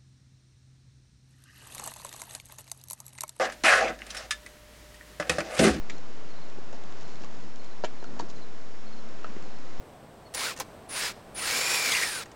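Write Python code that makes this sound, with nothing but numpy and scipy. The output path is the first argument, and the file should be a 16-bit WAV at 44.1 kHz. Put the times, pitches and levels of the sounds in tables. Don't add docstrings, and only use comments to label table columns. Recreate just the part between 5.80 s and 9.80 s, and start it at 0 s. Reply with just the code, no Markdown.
import sys
import numpy as np
from scipy import signal
from scipy.fft import rfft, irfft
from scipy.io import wavfile
from scipy.ndimage import uniform_filter1d

SR = 44100
rng = np.random.default_rng(int(sys.argv[2]) if len(sys.argv) > 2 else 0)


def log_audio(samples):
    frames = np.atleast_2d(samples).T
    limited = np.clip(frames, -1, 1)
    pcm = np.round(limited * 32767).astype(np.int16)
    wavfile.write(sys.argv[1], SR, pcm)


N = 176400


def gain(db):
    return 10 ** (np.asarray(db) / 20)


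def normalize(x):
    return x / np.sqrt(np.mean(x ** 2) + 1e-20)


def add(out, start_s, sound):
    i = max(int(start_s * SR), 0)
    out[i:i + len(sound)] += sound[:max(N - i, 0)]


def shape_tone(x, curve):
    hz, db = np.array(curve, float).T
    freqs = np.maximum(np.fft.rfftfreq(len(x), 1 / SR), 1)
    curve_db = np.interp(np.log(freqs), np.log(hz), db)
    return normalize(irfft(rfft(x) * gain(curve_db), len(x)))


def fade(t, fade_s):
    return np.exp(-np.log(1000) * t / fade_s)


def wander(rate_hz):
    hold = int(SR / rate_hz)
    steps = np.repeat(rng.standard_normal(N // hold + 1), hold)
    return normalize(uniform_filter1d(uniform_filter1d(steps, hold), hold)[:N])


def pitched_noise(pitch_hz, width_hz, size):
    freqs = np.fft.rfftfreq(size, 1 / SR)
    peak = 1 / (1 + (2 * (freqs - pitch_hz) / width_hz) ** 2)
    return normalize(irfft(rfft(rng.standard_normal(size)) * peak, size))


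def room_echo(x, fade_s=0.12, delay_s=0.0033):
    t = np.arange(SR // 2) / SR
    tail = rng.standard_normal(len(t)) * fade(t, fade_s) * (t > delay_s)
    return signal.fftconvolve(x, tail / np.sqrt(np.sum(tail ** 2)))[:N]


def snap(t, fade_s, band_hz=(1720, 7800)):
    band = signal.butter(1, band_hz, "band", fs=SR, output="sos")
    return normalize(signal.sosfilt(band, rng.standard_normal(len(t)))) * fade(t, fade_s)


# pitch_hz, relative_db
HISS_CURVE = [(18, -29.5), (30, -22.5), (33, -31), (43, -15), (163, -5.5), (191, -7), (225, -5.5),
              (253, -6), (430, -7.5), (542, -9), (638, -10), (1310, -14.5), (3710, -24.5), (4160, -23.5),
              (7600, -29.5), (9880, -44.5), (16700, -120)]
# pitch_hz, width_hz, level_db
ROOM_RESONANCES = [(655, 40, -69.5), (936, 76, -70.5)]
def hiss(level_db=-48, waver_db=0.73):
    loudness = gain(level_db + waver_db * wander(rate_hz=5.46))
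    noise = loudness * shape_tone(rng.standard_normal(N), HISS_CURVE)
    return noise + sum(gain(db) * pitched_noise(hz, width, N) for hz, width, db in ROOM_RESONANCES)


# time_s, level_db
HUM_LEVELS = [(0, -71.5), (1.0, -69), (1.55, -60), (2.0, -68.5), (2.85, -64.5), (3.02, -54), (3.3, -57.5),
              (3.42, -70.5), (4.0, -75)]
def hum(pitch_hz=226, waver_hz=4.72, flutter_db=1.5):
    t = np.arange(N) / SR
    hz = pitch_hz + waver_hz * wander(rate_hz=12)
    tone = normalize(np.sin(2 * np.pi * np.cumsum(hz) / SR))
    level_db = np.interp(t, *np.array(HUM_LEVELS).T)
    return tone * gain(level_db + flutter_db * wander(rate_hz=14))


# pitch_hz, relative_db
WHINE_UPPER_TONES = [(6223, -11.5), (6666, -8)]
# time_s, level_db
WHINE_LEVELS = [(0, -72.5), (1.3, -70.5), (2.4, -69), (2.7, -69), (3.4, -68), (4.0, -71)]
def whine(pitch_hz=5398):
    t = np.arange(N) / SR
    main = np.sin(2 * np.pi * pitch_hz * t)
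    upper = sum(gain(db) * np.sin(2 * np.pi * hz * t) for hz, db in WHINE_UPPER_TONES)
    level_db = np.interp(t, *np.array(WHINE_LEVELS).T)
    return normalize(main + upper) * gain(level_db)


# start_s, stroke_count, level_db
CRICKET_CHIRPS = [(0.105, 2, -60.5), (0.497, 3, -62), (1.240, 3, -64), (1.786, 3, -63), (2.189, 2, -63),
                  (2.552, 2, -61.5), (3.059, 3, -61.5), (3.640, 3, -66)]
def cricket(pitch_hz=4370, scatter_hz=44.7, fall_hz=372, stroke_s=0.028, spacing_s=0.056, echo_db=-2):
    out, t = np.zeros(N), np.arange(int(stroke_s * SR)) / SR
    swell = np.sin(np.pi * t / stroke_s)
    for start_s, stroke_count, level_db in CRICKET_CHIRPS:
        for k in range(round(stroke_count)):
            hz = pitch_hz + scatter_hz * rng.standard_normal() - fall_hz * t / stroke_s
            stroke = normalize(swell * np.sin(2 * np.pi * np.cumsum(hz) / SR))
            add(out, start_s + k * spacing_s, gain(level_db) * stroke)
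    blurred = out + gain(echo_db) * room_echo(out)
    return blurred / np.hypot(1, gain(echo_db))


# pitch_hz, relative_db
RUB_CURVE = [(60, -11), (130, 2), (230, 7), (420, 0), (900, -9), (1500, -12.5), (3000, -26.5)]
SCRATCH_CURVE = [(1000, -25.5), (3000, 12), (5000, 12.5), (7000, 10), (9000, -3)]
# start_s, length_s, rub_db, scratch_db
FINGER_SLIDES = [(0.107, 0.064, -52, -58.5), (0.926, .05, -55, -61), (1.17, 0.073, -59, -57.5),
                 (1.273, 0.086, -66, -60.5), (1.393, 0.076, -49, -57.5), (1.49, 0.22, -53.5, -60),
                 (1.783, 0.11, -64, -65), (2.115, 0.087, -52, -74), (2.247, 0.24, -45, -84),
                 (2.483, .035, -51, -53.5), (2.548, 0.067, -49, -63), (3.451, 0.078, -48.5, -73),
                 (3.59, 0.11, -50.5, -77)]
def finger_rubs(catches_per_s=1200, spread_db=3.5):
    out, t = np.zeros(N), np.arange(N) / SR
    rub = shape_tone(rng.standard_normal(N), RUB_CURVE)
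    catches = (rng.random(N) < catches_per_s / SR) * rng.choice([-1, 1], N)
    strengths = gain(spread_db * rng.standard_normal(N))
    scratch = shape_tone(catches * strengths, SCRATCH_CURVE)
    for start_s, length_s, rub_db, scratch_db in FINGER_SLIDES:
        progress = np.clip((t - start_s) / length_s, 0, 1)
        swell = 2 * np.sqrt(progress * (1 - progress))
        out += swell * (gain(rub_db) * rub + gain(scratch_db) * scratch)
    return out


# start_s, level_db
DRY_TICKS = [(0.183, -40), (0.700, -40), (0.840, -44), (1.038, -41), (1.125, -42), (1.214, -45),
             (1.28, -42), (1.357, -40), (1.760, -37.5), (1.846, -38.5), (2.242, -39), (2.499, -47),
             (2.630, -57), (3.289, -44), (3.626, -43), (3.787, -40)]
def ticks():
    out, t = np.zeros(N), np.arange(SR // 20) / SR
    for start_s, level_db in DRY_TICKS:
        add(out, start_s, gain(level_db) * snap(t, fade_s=0.0041))
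    return out


# pitch_hz, relative_db, fade_s
CASING_TONES = [(170, -16.5, 0.1), (287.5, -11.5, 0.031), (427, -3, 0.039), (660, -2, 0.034),
                (933, -3.5, 0.031), (1380, -6.5, 0.021), (1650, -10.5, 0.031), (1850, -19.5, 0.09),
                (2317, -21.5, 0.083), (2860, -21, 0.035), (3200, -26, 0.045), (4230, -15.5, 0.024)]
def casing_knock(t, ring_hz):
    out, reach_hz = np.zeros(len(t)), 2.4 * ring_hz
    for k, (pitch_hz, relative_db, fade_s) in enumerate(CASING_TONES):
        strength = gain(relative_db) / np.hypot(1, pitch_hz / reach_hz)
        direction = (-1) ** (k + 1)
        out += direction * strength * np.sin(2 * np.pi * pitch_hz * t) * fade(t, fade_s)
    return out


# start_s, ring_db, ring_hz, ring_fade_s, snap_db, knock_db
CONTACTS = [(0.0977, -22, 2054, 0.012, -36.5, -41), (0.1, -31, 3700, .008, -36.5, -50),
            (0.1051, -36, 2190, 0.016, -36, -47.5), (0.7852, -31.5, 380, 0.025, -59, -44),
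            (0.9281, -31.5, 537, 0.033, -44, -43), (0.9315, -36.5, 870, 0.027, -54, -42),
            (0.9464, -39, 700, .02, -47.5, -43), (1.437, -42.5, 2770, 0.019, -49, -40),
            (1.446, -39, 1113, 0.033, -45, -56), (2.0376, -23, 586, 0.036, -39, -21),
            (2.0429, -33, 865, 0.011, -37.5, -26.5), (2.0458, -24, 3020, 0.008, -31.5, -23.5),
            (2.0518, -30, 2450, 0.0077, -33.5, -46), (2.0569, -35, 7100, .01, -49, -39),
            (2.226, -37, 356, .032, -50, -33), (2.243, -38.5, 1420, 0.024, -45, -39),
            (2.366, -38, 773, .021, -59, -47), (2.393, -37, 4990, 0.0063, -38, -58),
            (2.3960, -28.5, 4480, 0.012, -38, -40), (2.3971, -19, 934, 0.029, -38, -27),
            (2.4073, -40, 6520, 0.013, -37.5, -48), (2.423, -33.5, 325, 0.083, -61, -46),
            (3.4437, -36.5, 2680, 0.017, -48, -32.5), (3.4452, -25, 1300, 0.023, -59, -41),
            (3.565, -37, 1750, 0.011, -57, -45), (3.5656, -26.5, 380, 0.024, -58, -42)]
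def casing_clicks(attack_s=0.00071, rattle_db=-17, echo_db=-14):
    out, t = np.zeros(N), np.arange(SR // 5) / SR
    rise = 1 - np.exp(-t / attack_s)
    for start_s, ring_db, ring_hz, ring_fade_s, snap_db, knock_db in CONTACTS:
        ring = np.sin(2 * np.pi * ring_hz * t) * fade(t, ring_fade_s)
        buzz = pitched_noise(ring_hz, width_hz=0.44 * ring_hz, size=len(t))
        rattle = gain(rattle_db) * buzz * fade(t, fade_s=0.085)
        body = gain(ring_db) * (ring + rattle) + gain(knock_db) * casing_knock(t, ring_hz)
        add(out, start_s, rise * body + gain(snap_db) * snap(t, fade_s=0.015))
    return out + gain(echo_db) * room_echo(out, fade_s=0.12, delay_s=0.0033)


def scene():
    return (hiss() + hum() + whine() + casing_clicks() + ticks() + finger_rubs() + cricket())[None]


def record(dry, top_hz=7700, offset=-0.077):
    treble_cut = signal.butter(24, top_hz, fs=SR, output="sos")
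    return signal.sosfiltfilt(treble_cut, dry + offset)


dry = scene()
out = record(dry)
log_audio(out)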